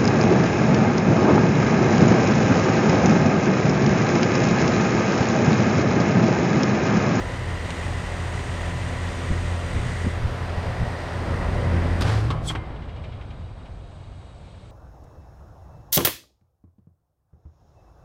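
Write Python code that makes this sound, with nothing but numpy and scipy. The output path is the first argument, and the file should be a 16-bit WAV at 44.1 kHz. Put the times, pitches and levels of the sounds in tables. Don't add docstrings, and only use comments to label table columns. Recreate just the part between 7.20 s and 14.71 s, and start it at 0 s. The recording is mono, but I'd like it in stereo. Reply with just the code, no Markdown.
import sys
import numpy as np
from scipy import signal
from scipy.fft import rfft, irfft, next_fast_len
from scipy.io import wavfile
from scipy.ndimage import map_coordinates

SR = 44100
rng = np.random.default_rng(int(sys.argv[2]) if len(sys.argv) > 2 else 0)


def log_audio(samples):
    frames = np.atleast_2d(samples).T
    limited = np.clip(frames, -1, 1)
    pcm = np.round(limited * 32767).astype(np.int16)
    wavfile.write(sys.argv[1], SR, pcm)


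N = 331191
T = np.arange(N) / SR
STOP_S = 4.81


def amp(db):
    return np.exp(np.asarray(db) * (np.log(10) / 20))


def unit(x):
    return x / np.sqrt(np.mean(x ** 2) + 1e-20)


def curve(rows, column=1):
    rows = np.array(rows, float)
    return np.interp(T, rows[:, 0], rows[:, column])


def ramp(start_s, length_s):
    return np.clip((T - start_s) / length_s, 0, 1)


def since(s):
    return np.maximum(T - s, 0)


def swell(s, half_s):
    return 1 / np.cosh(np.minimum(abs(T - s) / half_s, 100) * np.pi / 2)


def drift(rate_hz):
    knots = rng.standard_normal(4096)
    return unit(map_coordinates(knots, [T[::64] * rate_hz], order=3, mode="wrap")).repeat(64)[:N]


def add(mix, s, sound):
    part = mix[..., round(s * SR):][..., :sound.shape[-1]]
    part += sound[..., :part.shape[-1]]


def lowpass(x, hz, order=2):
    return signal.sosfilt(signal.butter(order, min(hz, .45 * SR), fs=SR, output="sos"), x)


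def resonate(x, hz, width_hz, lift_db):
    band = signal.lfilter(*signal.iirpeak(hz, 2 * hz / width_hz, fs=SR), x)
    return x + (amp(lift_db) - 1) * band


def colour(x, spectrum, peaks=()):
    size = next_fast_len(x.shape[-1])
    hz = np.fft.rfftfreq(size, 1 / SR)
    knot_hz, knot_db = np.transpose(spectrum)
    db = np.interp(np.log(hz + 1), np.log(knot_hz), knot_db)
    db += sum(lift / (1 + (2 * (hz - centre) / width) ** 2) for centre, width, lift in peaks)
    return irfft(rfft(x, size) * amp(db), size)[..., :x.shape[-1]]


def hiss(spectrum, peaks=()):
    spread = [(25, -3), (60, -3.5), (130, -15), (290, -19.5), (640, -7.5), (1400, -2), (3100, -8.5),
              (4600, -4.5), (6800, 2), (9000, 3), (10500, -2), (15000, 0)]
    mid, side = rng.standard_normal((2, N)) * np.sqrt(SR / 2)
    side = colour(side, spread)
    top_hz, top_db = spectrum[-1]
    rolled_off = list(spectrum) + [(2 * top_hz, top_db - 50)]
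    return colour(np.array([mid + side, mid - side]), rolled_off, peaks)


def tones(rows, hz, waver_db, waver_hz=3):
    turns = np.cumsum(hz * np.ones(N)) / SR
    out = 0
    for multiple, db in rows:
        gain = np.sqrt(2) * amp(db + waver_db * drift(waver_hz))
        out += gain * np.sin(2 * np.pi * (multiple * turns + rng.random()))
    return out


def narrowband(hz, width_hz):
    a, b = lowpass(rng.standard_normal((2, N)), width_hz / 2)
    turns = np.cumsum(hz * np.ones(N)) / SR
    return unit(((a + 1j * b) * np.exp(2j * np.pi * turns)).real)


def fan_speed(drag_per_s=.9):
    return 1 / (1 + drag_per_s * since(STOP_S))


def neighbour():
    air = [(15, -76), (35, -82), (90, -66), (170, -75), (330, -85), (650, -82), (1100, -90), (1900, -99.5),
           (3800, -101), (5500, -113), (8000, -114), (9900, -118), (10700, -127), (12700, -128),
           (13500, -145)]
    resonances = [(2169, 45, 10), (2369, 50, 9), (2573, 40, 7), (2891, 32, 12), (3284, 60, 9),
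                  (3677, 80, 8), (3840, 90, 9.5), (4113, 65, 11), (4450, 70, 7), (4700, 230, 9),
                  (5270, 70, 7), (5460, 170, 7.5), (5960, 80, 6), (6190, 70, 8.5), (6842, 90, 8.5),
                  (8010, 190, 10), (8301, 90, 9), (9900, 160, 7)]
    hum = [(91.5, -50), (120, -52.5), (581, -69.5)]  # f/Hz, level/dB
    return hiss(air, resonances) * amp(.5 * drift(8.8)) + tones(hum, 1, waver_db=-0.5)


def wind(roar_start_s=3.035, roar_rise_s=0.31, roar_hold_s=0.46, roar_fade_db_per_s=6.5):
    exposure = [(0, -14), (3.0, -21.5), (3.4, -16), (3.85, -27), (4.04, -3), (4.35, -2), (4.8, -1.5)]
    draught_spectrum = [(15, -74), (35, -58), (110, -51), (200, -57), (400, -59), (700, -64), (1200, -68.5),
                        (2000, -76), (4000, -90), (8000, -115)]
    hollow_resonance = [(247, 30, 1)]  # f/Hz, width/Hz, lift/dB
    buffet_spectrum = [(12, -68), (30, -52.5), (55, -47.5), (100, -51.5), (150, -56.5), (250, -72.5),
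                       (600, -100)]
    roar_spectrum = [(150, -101), (380, -73), (540, -64), (720, -65), (1000, -72.5), (1500, -77.5),
                     (3000, -100), (5100, -89), (6400, -108)]
    exposure_db, speed = curve(exposure), fan_speed()
    draught = hiss(draught_spectrum, hollow_resonance) * amp(exposure_db + 1.1 * drift(25))
    buffet = hiss(buffet_spectrum) * amp(0.71 * exposure_db + drift(13))
    fade_db = roar_fade_db_per_s * since(roar_start_s + roar_rise_s + roar_hold_s)
    roar = hiss(roar_spectrum) * ramp(roar_start_s, roar_rise_s) * amp(drift(11) - fade_db)
    return draught * speed ** 2.46 + buffet * speed ** 1.6 + roar


def gusts():
    eddies = [(2.116, .014, -22, 16, 190), (2.575, .03, -20.5, 5, 110), (2.69, .04, -26, -4, 150),
              (2.865, .014, -18, 2, 220), (3.045, .035, -21, -7, 100), (3.385, .013, -21.5, 0, 90),
              (3.485, .03, -28.5, 0, 150), (3.622, .013, -14, 0, 130), (6.02, .04, -34, 0, 110),
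              (6.18, .03, -35, 0, 130), (6.52, .04, -36, 0, 110)]
    out, t = np.zeros((2, N)), np.arange(-SR // 5, SR // 5) / SR
    for s, sigma_s, db, pan_db, edge_hz in eddies:
        eddy = lowpass(rng.standard_normal((2, len(t))), edge_hz, order=3)
        eddy -= lowpass(eddy, 3.8, order=1)
        shape = np.exp(-(t / sigma_s) ** 2 / 2)
        eddy = np.array([unit(port * shape) for port in eddy]) * np.sqrt(np.mean(shape ** 2))
        add(out, s + t[0], eddy * amp([[db + pan_db / 2], [db - pan_db / 2]]))
    return out


def cabinet_snap(at_s=.5045, gain_db=-20.5, t60_s=0.012, tail_db=-16, tail_t60_s=0.07):
    spectrum = [(300, -17), (1200, 1), (2800, 5), (4000, 0), (5500, -9), (8500, -14), (10500, -33),
                (15000, -48)]
    t = since(at_s)
    shape = (T >= at_s) * (amp(-60 * t / t60_s) + amp(tail_db - 60 * t / tail_t60_s))
    return colour(amp(gain_db) * shape * rng.standard_normal(N), spectrum)


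def boom(hz=86.2, db=-36):
    return narrowband(hz, width_hz=35) * amp(db) * swell(6.02, half_s=0.47)


def coasting(air, blend_s=0.46):
    slow_air = [(60, 2), (160, 1.5), (350, -0.5), (600, 0), (1150, 1), (3200, 0.5), (5200, -5), (12000, 0)]  # f/Hz, gain/dB
    return air + ramp(STOP_S, blend_s) * (colour(air, slow_air) - air)


def fan(blades=3, full_blade_hz=42.74, tone_fade_db_per_s=26):
    harmonics = [(1, -40), (2, -31.5), (3, -46.5), (4, -44), (5, -55.5), (6, -48), (7, -68), (8, -50.5),
                 (9, -63), (12, -54.5), (13, -51.5), (14, -57), (15, -69)]
    tone_gain = [(0, 0), (1.9, 1), (2.25, 2.5), (3.2, -1), (3.9, -2.5), (4.35, 5.5), (4.78, 7)]
    air_spectrum = [(15, -84), (35, -62), (90, -57), (160, -64.5), (280, -67.5), (600, -67.5),
                    (1500, -73.5), (2400, -77), (4000, -84), (6200, -94), (9300, -100.5), (10200, -105),
                    (12500, -108), (15000, -118)]
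    air_resonances = [(4770, 100, 5.2), (5060, 120, 3.4), (5790, 180, 5.5), (6800, 100, 4.4),
                      (8900, 150, 2.6), (9200, 190, 1.6), (11600, 130, 3)]
    speed = fan_speed()
    blade_hz = full_blade_hz * speed * (1 + .001 * drift(2))
    passes = np.cumsum(blade_hz) / SR
    swish = 1 + 0.019 * np.sin(2 * np.pi * passes) + 0.026 * np.sin(2 * np.pi * passes / blades)
    air = hiss(air_spectrum, air_resonances) * swish * amp(0.4 * drift(18))
    drone = tones(harmonics, blade_hz, waver_db=2.18, waver_hz=8)
    drone *= amp(curve(tone_gain) - tone_fade_db_per_s * since(STOP_S))
    return air * speed ** 4.05 + drone * speed ** 2.4


def rotor_ticks(first_s=5.451, turn_s=.0508, growth_s=.0054, loudest_s=5.83, rise_s=0.0034, t60_s=0.11):
    spectrum = [(600, -12), (1500, -3), (2200, 1), (3400, 0), (4500, -10.5), (6500, -21), (12000, -49)]  # f/Hz, gain/dB
    housing = [(2090, 110, 9), (2380, 90, 7), (2890, 60, 8), (3100, 50, 6), (3290, 70, 6), (3800, 80, 6)]
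    out = unit(colour(rng.standard_normal(N), spectrum, housing)) * amp(-60.5) * swell(5.8, 0.5)
    t, turn = np.arange(SR // 2) / SR, np.arange(10)
    times_s = first_s + turn_s * turn + growth_s * turn * (turn - 1) / 2
    levels_db = -42 - 18 * abs(times_s - loudest_s)
    for s, db in [*zip(times_s, levels_db), (6.452, -48.5)]:
        tick = unit(colour(rng.standard_normal(len(t)), spectrum, housing))
        add(out, s, tick * amp(db - 60 * t / t60_s) * (1 - np.exp(-t / rise_s)))
    return out


def squeak(at_s=5.296, half_s=.012, sag_per_s=1.44, treble_lead_s_per_hz=2.2e-6):
    scrape = [(2000, -102), (3500, -74), (9000, -83.5), (12000, -93), (15000, -102)]  # f/Hz, density/(dB per Hz)
    partials = [(3285, 230, -27.5), (2210, 320, -41), (4510, 780, -42), (6300, 690, -46), (7720, 420, -36),
                (9140, 300, -42)]
    out = hiss(scrape) * swell(5.287, half_s=0.032)
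    for hz, width_hz, db in partials:
        s = at_s - treble_lead_s_per_hz * (hz - partials[0][0])
        a, b = lowpass(rng.standard_normal((2, N)), width_hz / 2)
        t, shape = T - s, swell(s, half_s)
        partial = ((a + 1j * b) * np.exp(2j * np.pi * hz * (t - sag_per_s * t ** 2 / 2))).real
        out += amp(db) * unit(partial * shape) * np.sqrt(np.mean(shape ** 2))
    return out


def backspin(rush_rise_s=0.07, ebb_db_per_s=62, valve_s=5.1, choke_db_per_s=110):
    groans = [(4.825, 105.5, 13, -18.5, .04, .04, .95), (4.89, 65, -15, -33, .04, .03, 3),
              (5.072, 113, 15, -21, .015, .015, .14), (5.04, 150, 15, -32, .03, .11, 1.0),
              (5.26, 314, 0, -44.5, .04, .1, .4)]
    backflow = [(25, -71), (100, -46.5), (300, -58), (900, -59), (1600, -60), (2600, -68.5), (4700, -71.5),
                (6500, -80), (9000, -84), (12000, -96), (15000, -103)]
    groan = 0
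    for s, hz, glide, db, rise_s, hold_s, t60_s in groans:
        voice = tones([(1, 0), (2, -37), (3, -26)], hz + glide * since(s), waver_db=3.5)
        groan += voice * ramp(s, rise_s) * amp(db - 60 * since(s + rise_s + hold_s) / t60_s)
    s, hz, glide = groans[0][:3]
    chop = 1 + 0.12 * np.sin(2 * np.pi * np.cumsum(hz + glide * since(s)) / SR)
    flow_db = -2.5 - ebb_db_per_s * since(STOP_S + rush_rise_s) - choke_db_per_s * since(valve_s)
    return groan + hiss(backflow) * chop * ramp(STOP_S, rush_rise_s) * amp(flow_db + drift(120))


def knocks(rise_s=.002, cluster_size=4, mode_split=.026):
    # f/Hz, width/Hz, lift/dB
    blows = [(4.808, -19.5, 0.042, 10000, -21, 242, 100, 19), (4.818, -21, 0.067, 7000, -26, 4800, 900, 8),
             (5.103, -21.5, 0.079, 4100, -14.5, 1090, 260, 9),
             (5.299, -25, 0.097, 2400, -12.5, 1080, 300, 4), (5.35, -25, 0.1, 2500, -13, 2105, 340, 11)]
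    crash_spectrum = [(30, -12), (100, 8), (250, 2), (600, 0), (1100, 4.5), (2200, -3.5), (3300, 0),
                      (4600, -5.5), (7000, -11), (9500, -11.5), (13000, -12), (15500, -33)]
    shell_modes = [(318, -1, .8), (759, 1, .6), (851, -4, .55), (947, -2, .6), (1030, -4, .6),
                   (1120, -5, .6), (1249, -2, .55), (1610, -6, .45), (2051, -7, .5), (2150, -8, .45),
                   (2406, -10, .45), (3063, -9, .4), (3200, -7, .3), (8200, -14, .15)]
    out, t = np.zeros(N), np.arange(SR * 3 // 4) / SR
    for s, db, t60_s, edge_hz, ring_db, *band in blows:
        crash = unit(lowpass(colour(rng.standard_normal(len(t)), crash_spectrum), edge_hz))
        crash *= amp(-1.5 - 60 * t / t60_s)
        ring = 0
        for hz, mode_db, mode_t60_s in shell_modes:
            detune, phase = rng.uniform(-1.006, 1, (2, cluster_size, 1))
            cluster = np.sin(2 * np.pi * (hz * (1 + mode_split * detune) * t + phase)).sum(0)
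            ring += amp(mode_db - 60 * t / mode_t60_s) * cluster / np.sqrt(cluster_size)
        blow = resonate(crash + amp(ring_db) * ring / 2, *band)
        add(out, s, amp(db) * (1 - np.exp(-t / rise_s)) * blow)
    return out


def compressor(shaft_hz=58.95, mains_hz=60.0, whistle_hz=8450, fade_s=0.044):
    shaft_orders = [(2, -41), (3, -50), (4, -69), (6, -63), (7, -52.5), (9, -64), (10, -53.5), (11, -63),
                    (12, -53.5), (14, -56.5), (15, -80), (16, -54.5), (17, -51), (19, -59), (23, -84),
                    (24, -87), (70, -68)]
    rasp_spectrum = [(300, -100), (1200, -75.5), (1900, -78.5), (2600, -92.5), (4500, -100.5), (6200, -100),
                     (9300, -100), (10500, -112), (15000, -120)]
    pipe_resonances = [(1900, 760, 1.8), (4600, 160, 4.4), (5900, 130, 6), (6580, 120, 8.4),
                       (8600, 220, 8.2), (9230, 67, 4)]
    pipe_ring = [(0, -43.5, 1930), (1.5, -44.5, 1920), (2.4, -46.5, 1950), (2.8, -44, 1968),
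                 (2.96, -46, 1940), (3.08, -56, 1930), (3.55, -43, 1884), (3.9, -45.5, 1895),
                 (4.25, -46, 1930), (4.5, -42, 1920), (4.8, -46, 1934)]
    whistle_level = [(0, -77), (2.95, -76), (3.3, -70), (3.7, -66.5), (4.3, -68), (4.8, -68)]
    mains_harmonics = [(2, -40), (4, -55.5), (6, -62.5), (8, -54)]
    cabinet_tones = [(74.1, -42.5), (740.6, -56)]  # f/Hz, level/dB
    drone = tones(shaft_orders, shaft_hz * (1 + 0.0004 * drift(3)), waver_db=1.74)
    strokes = 1 + 0.37 * tones([(1, -8), (3, -14)], shaft_hz, waver_db=-1)
    rasp = hiss(rasp_spectrum, pipe_resonances) * amp(.8 * drift(5))
    mid, side = (narrowband(curve(pipe_ring, column=2), width_hz=240) for _ in range(2))
    pipe = (mid + 0.5 * np.array([side, -side])) * amp(curve(pipe_ring))
    whistle = narrowband(whistle_hz, width_hz=160) * amp(curve(whistle_level))
    hum = tones(mains_harmonics, mains_hz, waver_db=1) * (1 + 2.9 * swell(4.44, half_s=0.078))
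    cabinet = tones(cabinet_tones, 1, waver_db=2.5)
    powered = np.exp(-since(STOP_S) / fade_s)
    return powered * (drone + (rasp + pipe + whistle) * strokes + hum + cabinet)


def scene():
    running = coasting(fan() + wind()) + compressor() + gusts() + cabinet_snap()
    stopping = knocks() + rotor_ticks() + backspin() + squeak() + boom()
    return running + stopping + neighbour()


def record(dry, close_s=2.83, dull_s=0.15, narrow_s=0.6, reopen_s=6.08, opening_s=0.96, edge_hz=15500):
    balance = [(300, 0), (700, -1), (1300, -2.5), (2400, -0.5), (4400, -0.8), (8100, -4.5), (12000, 0.5)]  # f/Hz, left re right/dB
    sheen_spectrum = [(300, -55), (1500, -25), (3000, -5.5), (5000, -13), (6300, 0.5), (8000, 3.5),
                      (9100, 2.5), (10200, -11), (15000, -35)]
    leaning = np.array([colour(port, [(hz, sign * db / 2) for hz, db in balance])
                        for port, sign in zip(dry, (1, -1))])
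    reopened = ramp(reopen_s, opening_s)
    early_sheen = np.where(T < 0.45, 0.55, 0.92)
    sheen = early_sheen * (1 - ramp(close_s, dull_s)) + 0.55 * reopened
    width = 1 - ramp(close_s, narrow_s) + 0.77 * reopened
    bright = leaning + sheen * colour(leaning, sheen_spectrum)
    mid = bright.mean(0)
    out = mid + width * (bright - mid)
    band_limit = signal.firwin(511, edge_hz, window=("kaiser", 9), fs=SR)
    return signal.oaconvolve(out, band_limit[None], "same")


dry = scene()
out = record(dry)
log_audio(out)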